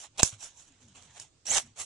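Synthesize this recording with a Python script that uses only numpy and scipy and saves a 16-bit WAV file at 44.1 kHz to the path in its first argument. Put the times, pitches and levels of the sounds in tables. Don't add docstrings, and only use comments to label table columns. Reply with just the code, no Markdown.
import sys
import numpy as np
from scipy import signal
from scipy.fft import rfft, irfft
from scipy.io import wavfile
from scipy.ndimage import uniform_filter1d, minimum_filter1d

SR = 44100
rng = np.random.default_rng(int(sys.argv[2]) if len(sys.argv) > 2 else 0)


def inscribe(sig):
    pcm = np.round(np.clip(np.atleast_2d(sig).T, -1, 1) * 32767)
    wavfile.write(sys.argv[1], SR, pcm.astype(np.int16))


def voltage_ratio(level):
    return 10 ** (np.asarray(level, float) / 20)


N = 81585
T = np.arange(N) / SR
PORT_HZ = np.fft.rfftfreq(N, 1 / SR)


def evened(x):
    return x / np.sqrt(np.mean(x ** 2) + 1e-20)


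def read(points, hz):
    f, value = np.transpose(points)
    return np.interp(np.log(hz + 1), np.log(f + 1), value)


def colour(x, points):
    db = read(points, np.fft.rfftfreq(2048, 1 / SR))
    log_gain = np.log(voltage_ratio(np.r_[db, db[-2:0:-1]]))
    taps = np.fft.ifft(np.exp(np.conj(signal.hilbert(log_gain)))).real
    return signal.oaconvolve(x, taps[None, :1024], axes=1)[:, :N]


def resonate(x, hz, width_hz):
    turn = np.exp(2j * np.pi * np.cumsum(hz * np.ones(N)) / SR)
    r = np.exp(-np.pi * width_hz / SR)
    return 2 * (turn * signal.lfilter([1 - r], [1, -r], x / turn)).real


def drift(seconds):
    size = max(int(seconds * SR), 2)
    return evened(uniform_filter1d(uniform_filter1d(rng.standard_normal(N), size), size))


# t/s, level/dB
PRESSURE = [(0, -69), (.2, -68), (.42, -73), (.55, -74), (.7, -70), (.95, -63), (1.05, -64), (1.2, -62),
            (1.28, -72), (1.42, -75), (1.53, -66), (1.68, -64), (1.75, -72), (1.85, -67)]


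def pressure():
    s, db = np.transpose(PRESSURE)
    hum_hz, top_hz, top_db = 98, 250, -10
    low, top = rng.standard_normal((2, N))
    hum = evened(resonate(resonate(low, hum_hz, 50), hum_hz, 120))
    wander_hz = top_hz * (1 + .15 * drift(.15))
    creak = evened(resonate(resonate(top, wander_hz, 40), top_hz, 200))
    level_db = np.interp(T, s, db) - 1 + 2.5 * drift(.05)
    return voltage_ratio(level_db) * (hum + voltage_ratio(top_db) * creak)


# f/Hz, level/dB per Hz
ROOM_SPECTRUM = [(20, -8), (40, -2), (220, -13), (300, -9), (900, -17), (1600, -21), (8100, -18),
                 (9400, -29)]
# f/Hz, likeness/0..1
ROOM_LIKENESS = [(60, 0.78), (220, 0.53), (780, 0.11), (2840, 0.02), (10300, 0.03)]
# f/Hz, level/dB
PORT_DIFFERENCE = [(300, -1.5), (1200, -3), (3300, -2), (6000, -6), (10000, -6.5)]


def room():
    frames, hz = N // 256 + 5, np.fft.rfftfreq(1024, 1 / SR)
    a, b, c, d, patches = rng.standard_normal((frames, 513, 5)).T
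    patches = evened(uniform_filter1d(uniform_filter1d(patches, 12, 0), 10, 1))
    same = np.clip(read(ROOM_LIKENESS, hz), -1, 1)[:, None]
    left = a + 1j * b
    z = np.array([left, same * left + np.sqrt(1 - same ** 2) * (c + 1j * d)])
    z *= voltage_ratio(read(ROOM_SPECTRUM, hz)[:, None] + 1.5 * patches)
    z *= voltage_ratio(read(PORT_DIFFERENCE, hz)[:, None] * [[[.5]], [[-.5]]])
    return voltage_ratio(-67.5) * evened(signal.istft(z, nperseg=1024, noverlap=768)[1][:, :N])


# f/Hz, likeness/0..1
CLOTH_LIKENESS = [(300, .8), (1100, .55), (2400, .4), (5000, .3), (10000, .15)]


def snaps():
    snaps_per_s, spread_db, flutter_db, flutter_s = 10000, 2, 1.4, .004
    size = voltage_ratio(spread_db * np.minimum(rng.exponential(1, (2, N)), 5)) * rng.standard_normal((2, N))
    struck = rng.random((2, N)) < snaps_per_s / SR * voltage_ratio(flutter_db * drift(flutter_s))
    a, b = rfft(size * struck)
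    same = np.clip(read(CLOTH_LIKENESS, PORT_HZ), 0, 1)
    left = (same * a + np.sqrt(1 - same ** 2) * b) * voltage_ratio(read(PORT_DIFFERENCE, PORT_HZ))
    return irfft(np.array([left, a]), N)


def patchy(x):
    z = signal.stft(x, nperseg=512)[2]
    patches = rng.standard_normal(z.shape[1:])
    patches = uniform_filter1d(uniform_filter1d(patches, size=4, axis=0), size=8, axis=1)
    return evened(signal.istft(z * voltage_ratio(2.8 * evened(patches)), nperseg=512)[1][:, :N])


def sheen(x, power):
    edge_hz, full_db, slope = 8600, -50, .7
    top = signal.sosfiltfilt(signal.butter(4, edge_hz, "high", fs=SR, output="sos"), x)
    return x - top * (1 - voltage_ratio(slope * np.minimum(10 * np.log10(power) - full_db, 0)))


# peak t/s, rise/s per 20 dB, fall/s per 20 dB, level/dB, body share/dB
STROKES = [(.005, .05, .05, -47, -8), (.045, .04, .04, -50, -3), (.165, .02, .015, -69, 7),
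           (.183, .007, .022, -40, -8), (.199, .012, .012, -31, -2), (.209, .006, .007, -36, -6),
           (.224, .007, .015, -37, -6), (.252, .022, .062, -31, -19), (.33, .03, .055, -53, -4),
           (.435, .05, .08, -43, -12), (.6, .09, .1, -55, -12), (.68, .03, .04, -62, -9),
           (.75, .1, .1, -70, -1), (1.11, .06, .06, -63, -3), (.825, .035, .07, -61, -8),
           (.89, .03, .04, -64, -8), (.96, .02, .12, -57, -3), (.52, .06, .06, -66, -6),
           (.925, .04, .04, -67, -4), (1.04, .05, .1, -60, -5), (1.175, .05, .04, -52, -6),
           (1.215, .03, .065, -50, -8), (1.66, .04, .08, -61, -6), (1.775, .02, .03, -50, -6),
           (1.805, .03, .055, -37, -10)]
# t/s, effort level/dB, body share/dB
LONG_CUT = [
    (1.452, -70, -8),
    (1.457, -46, -9),
    (1.468, -42, -10),
    (1.5, -35, -9),
    (1.535, -30, -8),
    (1.565, -27, -6),
    (1.583, -27, -7),
    (1.591, -35, -8),
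    (1.65, -63, -6),
]
# f/Hz, level/dB per Hz
FIZZ_SPECTRUM = [(2000, -26), (3300, -11), (4900, -11), (5600, -3), (7000, 0), (7900, -2), (8500, -8),
                 (10800, -10)]
# f/Hz, level/dB per Hz
BODY_SPECTRUM = [(150, -20), (350, -12), (700, 0), (1200, -4), (2000, -3), (3000, -1), (4500, -6),
                 (6000, -20)]


def cloth():
    s, effort_db, share_db = np.transpose(LONG_CUT)
    fizz = voltage_ratio(np.interp(T, s, effort_db, -120, -120)) ** 2
    body = fizz * voltage_ratio(np.interp(T, s, share_db)) ** 2
    for peak_s, rise_s, fall_s, db, body_db in STROKES:
        away = abs(T - peak_s) / np.where(T < peak_s, rise_s, fall_s)
        stroke = voltage_ratio(db - 20 * away ** 1.5) ** 2
        fizz = fizz + stroke
        body = body + stroke * voltage_ratio(body_db) ** 2
    fizzing = np.sqrt(fizz) * sheen(patchy(colour(snaps(), FIZZ_SPECTRUM)), fizz)
    return fizzing + np.sqrt(body) * patchy(colour(snaps(), BODY_SPECTRUM))


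# t/s, peak level/dB, f/Hz
THICK_THREADS = [(.176, -33, 5600), (.1813, -28, 5600), (.1858, -28, 7200), (.191, -28, 2600),
                 (.1952, -18, 3800), (.1968, -18, 5800), (.1988, -16, 4200), (.2015, -19, 5800),
                 (.2035, -24, 3500), (.21, -26, 3200), (.224, -27, 3800), (.2285, -27, 5200),
                 (.9573, -46, 4000), (1.0245, -42, 4500), (1.1614, -42, 6000), (1.4553, -37, 5500),
                 (1.4828, -26, 6000), (1.5495, -18, 5000), (1.5525, -18, 6000), (1.571, -17, 6000),
                 (1.5738, -14, 6000), (1.5785, -27, 5500), (1.5808, -8, 6000), (1.5853, -15, 5800),
                 (1.7723, -48, 7000), (1.7935, -36, 7600), (1.798, -28, 6500), (1.803, -28, 6500),
                 (1.808, -27, 6200), (1.8125, -29, 6500)]


def threads():
    out, t = np.zeros(N + 300), T[:300]
    cycles_per_20db = 2.5
    for s, db, hz in THICK_THREADS:
        crack = voltage_ratio(db - 20 * t * hz / cycles_per_20db) * np.sin(2 * np.pi * hz * t)
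        out[round(s * SR):][:300] += crack
    return out[:N]


def ring(modes, shift):
    t, detune, contact_s = T[:1500], .03, .00012
    x = np.zeros(len(t))
    for (hz, db, t60), d in zip(modes, shift):
        x += voltage_ratio(db - 60 * t / t60) * np.sin(2 * np.pi * hz * (1 + detune * d) * t)
    x = x * np.minimum(t / contact_s, 1)
    return x / abs(x).max()


# t/s, peak level/dB, handle share/dB
METAL_TICKS = [(.2311, 4, -6), (.2319, -4, -12), (.2342, -6, -14), (.237, -13, -14), (.325, -39, -3),
               (.427, -34, -9), (.723, -49, -6), (.884, -45, -8), (1.0237, -42, -3), (1.199, -21, -9),
               (1.2025, -31, -12), (1.2245, -37, -8), (1.5735, -20, -4), (1.5807, -15, -2),
               (1.5852, -20, -6), (1.665, -45, -6), (1.817, -26, -12)]
# f/Hz, level/dB, t60/s
STEEL_MODES = [(5600, -4, .007), (6500, -2, .012), (7300, 0, .011), (7900, -1, .008), (9000, -9, .005),
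               (10300, -14, .004)]
# f/Hz, level/dB, t60/s
HANDLE_MODES = [(750, -5, .008), (1150, -1, .005), (1650, 1, .005), (2400, 0, .005), (3200, 0, .005),
                (4400, 2, .004)]


def ticks():
    steel, handle = np.zeros((2, N + 1500))
    shifts = rng.standard_normal((len(METAL_TICKS), 2, 8))
    for (s, db, body_db), shift in zip(METAL_TICKS, shifts):
        start = round(s * SR)
        steel[start:][:1500] += voltage_ratio(db) * ring(STEEL_MODES, shift[0])
        handle[start:][:1500] += voltage_ratio(db + body_db) * ring(HANDLE_MODES, shift[1])
    high = signal.butter(2, 400, "high", fs=SR, output="sos")
    return steel[:N], signal.sosfilt(high, handle[:N])


def puff():
    start_s, level_db, left_db, dip_s, swell_s = .2313, -9, -26, .0006, .0017
    u = np.maximum(T - start_s, 0)
    dip, swell = u / dip_s, u / swell_s
    suck = dip * np.exp(1 - dip)
    push = .48 * swell ** 2 * np.exp(1.3 - swell) * (1 - swell / 5)
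    return voltage_ratio(level_db) * (push - suck) * voltage_ratio(np.array([[left_db], [0]]))


# t/s, f/Hz, level/dB, t60/s
TABLE_KNOCKS = [
    (.232, 110, -39, .1),
    (.327, 105, -40, .12),
    (1.505, 100, -43, .12),
    (1.55, 60, -54, .15),
    (1.66, 110, -55, .12),
    (1.79, 100, -57, .08),
]


def thuds():
    out = np.zeros(N)
    for s, hz, db, t60 in TABLE_KNOCKS:
        u = np.maximum(T - s, 0)
        out += voltage_ratio(db - 60 * u / t60) * np.minimum(u / .004, 1) * np.sin(2 * np.pi * hz * u)
    return out


# start t/s, length/s, from f/Hz, to f/Hz, level/dB
TABLE_CREAKS = [
    (.67, .08, 320, 240, -66),
    (.81, .15, 270, 170, -64),
    (1.47, .08, 220, 260, -54),
    (1.62, .08, 240, 220, -60),
]


def creaks():
    out = np.zeros(N)
    for s, length_s, from_hz, to_hz, db in TABLE_CREAKS:
        u = np.clip((T - s) / length_s, 0, 1)
        hz = (from_hz + (to_hz - from_hz) * u) * (1 + .04 * drift(.01))
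        moan = np.sin(2 * np.pi * np.cumsum(hz) / SR)
        out += voltage_ratio(db + 2 * drift(.015)) * np.sin(np.pi * u) * moan
    return out


# t/s, f/Hz, level/dB
BLADE_SQUEAL = [
    (1.462, 5400, -60),
    (1.468, 5600, -38),
    (1.49, 6000, -39),
    (1.503, 6400, -30),
    (1.511, 6900, -27),
    (1.521, 7800, -31),
    (1.533, 7900, -40),
    (1.553, 8500, -38),
    (1.562, 8800, -55),
]


def squeal():
    width_hz, stick_per_s, stick_db, under_hz, under_db = 450, 200, 5, 3050, -39
    s, hz, db = np.transpose(BLADE_SQUEAL)
    pitch, noise = np.interp(T, s, hz), rng.standard_normal(N)
    tone = np.sqrt(2) * np.sin(2 * np.pi * np.cumsum(pitch * (1 + .01 * drift(.0015))) / SR)
    rough = evened(resonate(resonate(noise, pitch, width_hz), pitch, 2 * width_hz))
    whistle = .7 * tone + .75 * rough
    under_env = voltage_ratio(under_db - 20 * ((T - 1.512) / .008) ** 2)
    under = under_env * np.sin(2 * np.pi * under_hz * T + drift(.003))
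    sticking_db = stick_db * np.sin(2 * np.pi * stick_per_s * T + drift(.01))
    return voltage_ratio(np.interp(T, s, db, -120, -120) + sticking_db) * whistle + under


def ports(x):
    early_db, early_s, tail_db, tail_t60 = -6, .003, -13, .12
    t = T[:12000]
    hits = rng.random((2, 2, len(t))) < [[[.12]], [[.05]]]
    sparse = rng.standard_normal((2, 2, len(t))) * hits
    early, tail = sparse[0] * voltage_ratio(-20 * t / early_s), sparse[1] * voltage_ratio(-60 * t / tail_t60)
    taps = voltage_ratio(early_db) * early / np.linalg.norm(early, axis=1)[:, None]
    taps += voltage_ratio(tail_db) * tail / np.linalg.norm(tail, axis=1)[:, None]
    taps[0, 1] += 1
    taps[1, 0] += 1
    taps /= np.linalg.norm(taps, axis=1)[:, None]
    left, right = signal.oaconvolve(x[None], taps, axes=1)[:, :N]
    return np.array([irfft(rfft(left) * voltage_ratio(read(PORT_DIFFERENCE, PORT_HZ)), N), right])


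# f/Hz, level/dB
TABLE_ECHO_DIP = [(3700, 0), (4400, -2), (5000, -4), (5500, 0)]


def scene():
    table = pressure() + room() + creaks()
    cutting = voltage_ratio(3.5) * colour(cloth(), TABLE_ECHO_DIP) + voltage_ratio(4) * ports(squeal())
    cracks = voltage_ratio(5) * ports(threads())
    steel, handle = ticks()
    clacks = voltage_ratio(np.array([[3], [0]])) * ports(steel) + voltage_ratio(np.array([[-6], [0]])) * ports(handle)
    return table + cutting + cracks + clacks + thuds() + puff()


# f/Hz, level/dB
MUTE_FLOOR = [(7900, -30), (8500, -4), (10800, 0)]


def starve(x):
    band_bins, under_db, spread_db, side_db, mute_db, attack_peak = 8, -7.5, 3, 2.5, -93, .4
    mid_side = np.array([x[0] + x[1], x[0] - x[1]]) / 2
    hz, t, z = signal.stft(mid_side, SR, nperseg=2048)
    band = np.arange(len(hz)) // band_bins
    starts = np.flatnonzero(np.diff(band, prepend=-1))
    level_db = 10 * np.log10(np.add.reduceat(abs(z) ** 2, starts, axis=1) + 1e-20)
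    around_db = uniform_filter1d(level_db.mean(0), size=13, axis=0) + np.array([[[0]], [[side_db]]])
    luck = uniform_filter1d(rng.standard_normal(level_db.shape), size=3, axis=2) * np.sqrt(3)
    stands_out = level_db > around_db + under_db + spread_db * luck
    audible = level_db > mute_db + read(MUTE_FLOOR, hz[starts])[:, None]
    peak = -minimum_filter1d(-abs(x).max(0), size=2048)
    attack = np.interp(t, T, peak) > attack_peak
    keep = (stands_out & audible) | attack
    mid, side = signal.istft(z * keep[:, band], nperseg=2048)[1][:, :N]
    return np.array([mid + side, mid - side])


def top_cut(x):
    return signal.sosfilt(signal.butter(12, 10870, fs=SR, output="sos"), x)


def record(dry):
    low_pass = signal.firwin(255, 10900, window=("kaiser", 8), fs=SR)
    limited = signal.oaconvolve(dry, low_pass[None], "same")
    mix = np.clip(starve(limited), -.98, .98)
    return top_cut(mix)


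dry = scene()
out = record(dry)
inscribe(out)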